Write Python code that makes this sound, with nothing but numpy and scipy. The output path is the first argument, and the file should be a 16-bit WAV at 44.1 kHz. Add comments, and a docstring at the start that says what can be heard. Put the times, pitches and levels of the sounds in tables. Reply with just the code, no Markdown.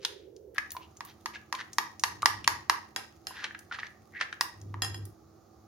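"""In a small kitchen, a metal spoon beats thin batter in a glass bowl on a wooden board, close by. Struck
modes, damped by the batter, make short knocks; filtered bursts and bubble tones make squelches and plops.
Sharper clinks ring on bare glass, and at the end the spoon is laid on the rim and rings more freely. At 0.543 s
the background drops abruptly from a hollow rush of noise to a quieter room noise and a motor hum; a low drone
swells twice."""
import sys
import numpy as np
from scipy import signal
from scipy.fft import rfft, irfft, next_fast_len
from scipy.io import wavfile

SR = 44100
rng = np.random.default_rng(int(sys.argv[2]) if len(sys.argv) > 2 else 0)


def master_out(mix):
    """Clip the mix to full scale and print it as 16-bit PCM to the path in sys.argv[1]."""
    frames = np.transpose(np.atleast_2d(mix))
    ceiling = np.clip(frames, -1, 1)
    pcm = np.round(ceiling * 32767).astype(np.int16)
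    wavfile.write(sys.argv[1], SR, pcm)


N = 250265


def gain_of(db):
    """Level: decibels to amplitude ratio."""
    return 10 ** (np.asarray(db) / 20)


def evened(x):
    """Normalization: scales to rms 1."""
    return x / np.sqrt(np.mean(x ** 2) + 1e-20)


def read(points, hz):
    """Interpolation of a table along a log-frequency axis."""
    f, value = np.transpose(points)
    return np.interp(np.log(hz + 1), np.log(f + 1), value)


def add(mix, s, sound):
    """Superposition: mixes a stereo sound in at time s."""
    part = mix[:, max(round(s * SR), 0):][:, :sound.shape[1]]
    part += sound[:, :part.shape[1]]


def band(x, lo_hz, hi_hz, order=3):
    """Causal Butterworth band-pass."""
    edges = [lo_hz, min(hi_hz, SR / 2 - 1)]
    return signal.sosfilt(signal.butter(order, edges, "band", fs=SR, output="sos"), x)


def pair(size, apart):
    """Partial coherence: white noise at two microphones, a shared part plus an unrelated part."""
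    shared, *own = rng.standard_normal((3, size))
    return evened(shared + apart * np.array(own))


def drift(rate_hz):
    """Random modulation: a slow wander of about rms 1, from low-passed noise."""
    size = 1024
    hz = np.fft.rfftfreq(size, N / SR / size)
    slow = irfft(rfft(rng.standard_normal(size)) * np.exp(-(hz / rate_hz) ** 2))
    return np.interp(np.arange(N), np.linspace(0, N, size), evened(slow))


def weigh(parts, levels_db):
    """Spectral balance: sums the parts of a sound, each brought to its rms level over the first 10 ms."""
    total = 0
    for x, db in zip(parts, levels_db):
        early_rms = np.sqrt(np.mean(x[:, :SR // 100] ** 2) + 1e-20)
        total = total + gain_of(db) * x / early_rms
    return total


# Stereo lean of the room's own noise: pitch_hz [Hz], left_minus_right_db [dB]
LEAN = [(60, 3), (200, -1.5), (380, -10), (700, -3.5), (1300, -6.5), (2400, -1), (15000, 1)]


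def leaning(hz):
    """Level difference between channels: the room's noise lies to the right in the middle range."""
    return gain_of(np.array([[1], [-1]]) * read(LEAN, hz) / 2)


# Likeness of the room noise at the two microphones: pitch_hz [Hz], correlation [0 to 1]
LIKENESS = [(60, 0.9), (300, 0.84), (650, 0.35), (1400, 0.68), (15000, 0.02)]


def air(spectrum, db):
    """Diffuse field: steady shaped noise whose left-right correlation depends on frequency."""
    size = next_fast_len(N, True)
    hz = np.fft.rfftfreq(size, 1 / SR)
    a, b = rfft(rng.standard_normal((2, size)))
    same = np.clip(read(LIKENESS, hz), -1, 1)
    z = np.array([a, same * a + np.sqrt(1 - same ** 2) * b])
    noise = irfft(z * leaning(hz) * gain_of(read(spectrum, hz)), size)[:, :N]
    return gain_of(db) * evened(noise)


# Relative spectrum of the early hollow rush: pitch_hz [Hz], density_db [dB per Hz]
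EARLY_AIR = [(25, -44), (70, -8), (150, -16.5), (260, -18.5), (385, 0.5), (530, -7.5), (620, -18.5),
             (1100, -38.5), (2500, -48), (6900, -43), (7500, -53), (15000, -43)]
# Relative spectrum of the later room noise: pitch_hz [Hz], density_db [dB per Hz]
LATE_AIR = [(15, -33.5), (35, -28.5), (75, 3.5), (160, -4.5), (265, -9.5), (325, -2.5), (450, -10.5),
            (630, -11), (780, -7.5), (980, -21.5), (1200, -10), (1500, -25), (3000, -34.5), (4500, -27),
            (6900, -25.5), (7500, -40.5), (15000, -32.5)]
# Partials of the motor hum: pitch_hz [Hz], level_db [dB rms, before the lean to one side]
HUM = [(99, -71.5), (219, -69.5), (328, -69), (365, -93.5), (764, -76.5)]


def background(change_s=0.543, fade_s=0.0049, waver=0.23, wander=0.77):
    """Stationary noise and tones: the background drops abruptly from a hollow rush to room noise and a wavering
    motor hum."""
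    t = np.arange(N) / SR
    later = np.clip((t - change_s) / fade_s, 0, 1)
    hum = 0
    for hz, db in HUM:
        strength = 1 + waver * drift(2.9)
        tone = strength * np.sin(2 * np.pi * hz * t + wander * drift(3.86))
        hum = hum + gain_of(db) * leaning(np.array([hz])) * evened(tone)
    return (1 - later) * air(EARLY_AIR, -52) + later * (air(LATE_AIR, -59) + hum)


# Swells of the drone: start_s [s], end_s [s], drone_db [dB rms at full swell], rumble_db [same]
SWELLS = [(1.913, 2.686, -58.5, -54.5), (4.484, 5.155, -41.5, -48)]


def drone(pitch_hz=101, rumble_hz=420, wander=0.4, waver_db=1.5, attack_s=0.22, release_s=0.12, curve=1.7):
    """Amplitude envelope: a deep tone and a low rumble swell together, hold, and drop away quickly."""
    t, out = np.arange(N) / SR, np.zeros((2, N))
    strength = gain_of(waver_db * drift(9.7))
    tone = evened(strength * np.sin(2 * np.pi * pitch_hz * t + wander * drift(2.6)))
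    low_pass = signal.butter(2, rumble_hz, fs=SR, output="sos")
    rumble = evened(signal.sosfiltfilt(low_pass, air(LATE_AIR, -59)))
    for start, end, tone_db, rumble_db in SWELLS:
        rise = np.clip((t - start) / attack_s, 0, 1) ** curve
        fall = np.clip((end - t) / release_s, 0, 1)
        out += rise * fall * (gain_of(tone_db) * tone + gain_of(rumble_db) * rumble)
    return out


# Reverberation of the kitchen: pitch_hz [Hz], t60_s [s]
KITCHEN = [(300, 0.42), (1000, 0.36), (2000, 0.37), (5500, 0.34), (10000, 0.26), (15000, 0.2)]
# Relative colour of the reflections: pitch_hz [Hz], level_db [dB]
KITCHEN_COLOUR = [(300, 10), (1000, 3.5), (2000, 3), (5000, -1.5), (10000, 3.5), (15000, 9)]


def kitchen(x, first_s=0.003, build_s=0.0042, reflections_per_s=5000):
    """Reverberation: dense reflections from worktop and tiles, each band dying at its own speed."""
    size = SR // 2
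    taps = rng.standard_normal((2, size)) * (rng.random((2, size)) < reflections_per_s / SR)
    hz, t, z = signal.stft(taps, SR, nperseg=256)
    decay_db = -60 * t / read(KITCHEN, hz)[:, None]
    z = z * gain_of(read(KITCHEN_COLOUR, hz)[:, None] + decay_db)
    tail = signal.istft(z, SR, nperseg=256)[1][:, :size]
    tail = tail * np.clip((np.arange(size) / SR - first_s) / build_s, 0, 1)
    tail = tail / np.linalg.norm(tail, axis=1, keepdims=True)
    return signal.fftconvolve(x, tail, axes=1)[:, :N]


# Frequency response of both microphones: pitch_hz [Hz], level_db [dB]
MICROPHONE_COLOUR = [(6900, 0.5), (7500, -7.5), (8200, -5), (9200, 0.5), (13000, -0.5)]


def microphones(x, left_lag_s=3e-5):
    """Arrival-time difference: the sound reaches the left a hair later; both sides dip in the treble."""
    size = next_fast_len(N, True)
    hz = np.fft.rfftfreq(size, 1 / SR)
    lag = np.exp(-2j * np.pi * hz * np.array([[left_lag_s], [0]]))
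    return irfft(rfft(x, size) * lag * gain_of(read(MICROPHONE_COLOUR, hz)), size)[:, :N]


def froth(db=-73, pops_per_s=70, size_db=3, decay_s=0.0019):
    """Random impulse process: tiny bubbles burst all the while the thin batter moves."""
    sizes = gain_of(size_db * np.minimum(rng.exponential(1, N), 3))
    bursts = sizes * (rng.random(N) < pops_per_s / SR)
    pops = signal.lfilter([1], [1, -np.exp(-1 / (decay_s * SR))], bursts) * pair(N, apart=0.7)
    moving = np.interp(np.arange(N) / SR, [0.54, 0.6, 4.4, 5.1], [0, 1, 1, 0])
    return gain_of(db) * evened(band(pops, 1300, 12000, order=1)) * moving


# The spoon dragging through the batter: middle_s [s], half_length_s [s], level_db [dB],
# pitch_hz [Hz, of the hollow], fizz_db [dB over the hollow's tone]
DRAGS = [(0.037, 0.024, -52.5, 4140, 12), (0.131, .12, -66, 3360, 6), (0.567, 0.013, -49, 1800, -1.5),
         (0.831, 0.028, -57.5, 2670, -2), (1.093, 0.028, -55.5, 2940, 7), (1.355, .014, -43.5, 2400, -1),
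         (1.603, 0.017, -38.5, 1850, 0), (3.39, 0.066, -45.5, 1716, -0.5), (3.447, 0.021, -38.5, 1620, 1),
         (3.744, .022, -41, 1700, 2), (3.797, .0091, -39, 1780, 0.5), (3.846, .028, -48.5, 1860, -3),
         (4.174, 0.028, -41.5, 1940, -19), (4.219, .016, -32.5, 1680, -2)]


def drags(snaps_per_s=2600, width=0.14, glide=0.046, fizz_spread=2.26, slosh_db=-17, grain_db=1.0):
    """Stick-slip and cavity resonance: sticky snaps excite the hollow behind the spoon, with fizz and slosh."""
    out, size = np.zeros((2, N)), SR // 2
    for s, half_s, db, hz, fizz_db in DRAGS:
        t = np.arange(size) / SR - min(s, 3 * half_s)
        snaps = pair(size, apart=0.5) * (rng.random(size) < snaps_per_s / SR)
        snaps = snaps * gain_of(grain_db * rng.standard_normal(size))
        # the hollow rises in pitch as the batter closes in on it
        rise = np.exp(2j * np.pi * np.cumsum(hz * glide * np.tanh(t / half_s)) / SR)
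        resonance = band(snaps, hz / (1 + width), hz * (1 + width), order=2)
        hollow = evened((signal.hilbert(resonance) * rise).real)
        fizz = band(snaps, hz / fizz_spread, hz * fizz_spread, order=1)
        fizz = evened(band(fizz, 720, 5140, order=2))
        slosh = evened(band(snaps, 450, 830, order=3))
        swell = np.exp(-(t / half_s) ** 2)
        stroke = (hollow + gain_of(fizz_db) * (fizz + gain_of(slosh_db) * slosh)) * swell
        add(out, s + t[0], gain_of(db) * evened(stroke) * np.sqrt(np.mean(swell ** 2)))
    return out


# Air pockets opening in the batter: start_s [s], level_db [dB at the onset, before the soft rise],
# pitch_hz [Hz at the onset], t60_s [s]
PLOPS = [(0.581, -19, 1667, 0.029), (0.7499, -37.5, 993, 0.063), (0.7664, -27.5, 997, 0.042),
         (1.358, -34.5, 1663, 0.042), (1.541, -27.5, 1022, 0.059), (1.593, -37, 1760, 0.034),
         (2.23, -15.5, 1180, 0.034), (2.4462, -16.5, 2900, 0.0029), (3.308, -34.5, 1000, 0.028),
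         (3.5091, -29, 1790, 0.012), (3.8322, -19.5, 1833, 0.011), (4.3274, -32, 1600, 0.015)]


def plops(glide=0.81, rise_s=0.00023):
    """Bubble resonance: an air pocket rings as a decaying sine, its pitch creeping up as it opens."""
    t, out = np.arange(SR // 10) / SR, np.zeros((2, N))
    for s, db, hz, t60 in PLOPS:
        envelope = gain_of(db - 60 * t / t60) * (1 - np.exp(-t / rise_s))
        bubble = envelope * np.sin(2 * np.pi * hz * t * (1 + glide * t))
        add(out, s, np.array([bubble, bubble]))
    return out


# Wet films slapping (low) and snapping (high): start_s [s], level_db [dB rms over 10 ms],
# pitch_hz [Hz, band centre], half_width [octaves]
SMACKS = [(0.0496, -26.5, 3500, 0.25), (0.364, -58.5, 5340, .25), (0.546, -56, 12000, 0.28),
          (0.582, -27.5, 1880, 0.16), (0.706, -44, 6100, 0.4), (0.718, -37.5, 12500, 0.64),
          (0.7666, -45.5, 2450, 0.88), (0.97, -52, 6470, 0.088), (1.05, -47.5, 11900, .4),
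          (1.55, -38.5, 2640, .9), (1.7318, -43.5, 6300, 0.16), (1.996, -41.5, 6080, 0.22),
          (2.221, -37.5, 2650, 2.7), (2.4435, -42, 3500, 0.73), (3.4417, -32, 1940, 0.6),
          (3.5475, -40.5, 1680, 0.074), (3.5905, -50, 7500, 0.45), (3.7123, -36.5, 1400, 0.083),
          (3.724, -38.5, 1500, 0.8), (3.787, -39.5, 1150, 0.43), (3.867, -50, 1790, 1.8),
          (4.2113, -27.5, 1850, 0.41), (4.3269, -38, 1860, 0.45), (4.409, -37, 12400, .5),
          (4.615, -54.5, 6060, 0.13), (5.0534, -48.5, 11000, 0.47)]


def smacks(fade_s=0.004, grain_db=4, lowest_hz=600, reach=3.2):
    """Filtered burst: a wet film lets go in quick uneven snaps, coloured by the gap that it opens."""
    t, out = np.arange(SR // 10) / SR, np.zeros((2, N))
    for s, db, hz, octaves in SMACKS:
        grain = gain_of(grain_db * rng.standard_normal(len(t)))
        snaps = pair(len(t), apart=0.68) * grain * np.exp(-t / fade_s)
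        gap = band(snaps, hz / 2 ** octaves, hz * 2 ** octaves, order=1)
        add(out, s, weigh([band(gap, lowest_hz, hz * reach, order=2)], [db]))
    return out


def ring(modes, t, detune, spread):
    """Modal vibration, as (channel, mode, time); higher modes differ more in phase between microphones."""
    hz, db, t60 = np.transpose(modes)[:, :, None]
    shift, lag = rng.standard_normal((2, len(modes), 1))
    phase = np.array([lag, -lag]) * spread * np.sqrt(hz / hz[0])
    return gain_of(db - 60 * t / t60) * np.sin(2 * np.pi * hz * (1 + detune * shift) * t + phase)


# Frequency registers in which a blow is balanced: low_hz [Hz], high_hz [Hz]
REGISTERS = [(700, 1400), (1400, 2400), (2400, 4000), (4000, 7200), (8800, 15000)]


def blows(rows, balance_db, modes, lowest_hz, crack_db, crack_s, detune, spread, thud_db):
    """Impact excitation: each contact cracks and rings the modes; less cushioning makes it brighter."""
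    release_s, grip_fade_s, free_ring_db = 4.8, 0.017, 4  # the hand lets go of the spoon at release_s
    t, out = np.arange(SR // 4) / SR, np.zeros((2, N))
    register = np.searchsorted([lo for lo, hi in REGISTERS[1:]], [mode[0] for mode in modes])
    for s, db, bright_db in rows:
        # brightness tilts the balance about the middle register
        levels_db = [db + own_db + bright_db * (k - 2) for k, own_db in enumerate(balance_db)]
        # while the hand still grips the spoon, it soaks up the ringing
        grip = np.exp(-t / grip_fade_s) if s < release_s else gain_of(free_ring_db)
        rings = ring(modes, t, detune, spread) * grip
        crack = gain_of(crack_db) * pair(len(t), apart=1.0) * np.exp(-t / crack_s)
        parts = [rings[:, register == k].sum(1) + band(crack, *edges) for k, edges in enumerate(REGISTERS)]
        # each blow is band-limited: little sounds below lowest_hz or above 13.5 kHz
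        parts = list(band(np.array(parts), lowest_hz, 13500, order=5))
        # the board under the bowl takes the blow as a dull thud
        thud = band(pair(len(t), apart=0.13) * np.exp(-t / 0.00033), 240, 520, order=3)
        add(out, s, weigh(parts + [thud], levels_db + [levels_db[0] + thud_db]))
    return out


# Spoon against bare glass, then bouncing to rest on the rim:
# start_s [s], level_db [dB, before the register balance], brightness_db [dB per register]
CLINKS = [(2.9618, -38.5, -1), (3.2696, -44, 1), (4.8205, -35.5, 0.5), (4.834, -46, -2.5),
          (4.847, -44.5, 0), (4.9445, -49.5, -0.5)]
# Balance of a clink, one value per register: level_db [dB]
CLINK_BALANCE = [-2.5, 1.5, 1, 6.5, -2.5]
# Modes of the spoon on glass: pitch_hz [Hz, before detuning], level_db [dB, relative],
# t60_s [s, without the hand's damping]
SPOON = [(780, -7, 0.054), (1020, -8, 0.041), (1320, -11, 0.073), (1603, -3.5, 0.036), (1863, 1.5, 0.045),
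         (2400, -9, .035), (2760, -4, 0.026), (3288, -4, 0.096), (4140, -2, 0.031), (5050, 2, 0.072),
         (5155, -1, 0.12), (6720, -1, 0.027), (7480, 0, 0.088), (10330, 1.5, 0.062), (11150, -11, .03),
         (12740, -5, 0.041)]


def clinks():
    """Lightly damped modes: the spoon rings on bare glass, strongest against its crack once let go."""
    return blows(CLINKS, CLINK_BALANCE, SPOON, lowest_hz=730, crack_db=14.5, crack_s=0.0012,
                 detune=0.0049, spread=0.6, thud_db=-13.5)


# Spoon against the batter-filled bowl, at its busiest about four beats a second:
# start_s [s], level_db [dB, before the register balance], brightness_db [dB per register]
KNOCKS = [(0.0494, -36.5, 3.5), (0.582, -41, 2), (1.007, -44, -2), (1.259, -35.5, -0.1),
          (1.5262, -34, -0.4), (1.784, -25.5, -0.2), (2.0372, -24, 1.3), (2.258, -19, 0.7),
          (2.4767, -21, 0.6), (2.6972, -22.5, -.5), (4.41, -25.5, 1.8), (4.742, -56, -7.5)]
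# Balance of a knock, one value per register: level_db [dB]
KNOCK_BALANCE = [1, -1, -7.5, -2, -14]
# Modes of the bowl, damped by the batter: pitch_hz [Hz, before detuning], level_db [dB, relative],
# t60_s [s, without the hand's damping]
BOWL = [(900, -19, 0.034), (936, -8.5, 0.056), (1000, 5, 0.024), (1151, 4, 0.021), (1114, -6.5, 0.013),
        (1694, 8.5, .016), (1879, 7, 0.048), (1960, -13, .018), (2781, -7, 0.044), (3750, -7, 0.024),
        (4570, 6, 0.014), (5233, 16, 0.0039), (5120, -13.5, 0.0018), (6820, -6.5, .01), (10160, -9, 0.03),
        (11600, -3, 0.0085)]


def knocks():
    """Heavily damped modes: the batter shortens the bowl's ringing to a knock."""
    return blows(KNOCKS, KNOCK_BALANCE, BOWL, lowest_hz=918, crack_db=11.0, crack_s=0.0034,
                 detune=0.0087, spread=0.39, thud_db=-25.5)


def scene():
    """Superposition of spoon, bowl and batter, their reflections, and the room behind them."""
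    knocking, clinking = knocks(), clinks()
    batter = smacks() + plops() + drags() + froth()
    echo = kitchen(gain_of(-5.0) * knocking + gain_of(-1.5) * clinking + gain_of(-6.0) * batter)
    return microphones(knocking + clinking + batter + echo) + background() + drone()


def record(dry, edge_hz=16400):
    """Clipping and band limit: peaks are held at full scale, then a low-pass removes the top treble."""
    low_pass = signal.firwin(255, edge_hz, window=("kaiser", 9), fs=SR)
    return signal.oaconvolve(np.clip(dry, -1, 1), low_pass[None], "same")


dry = scene()
out = record(dry)
master_out(out)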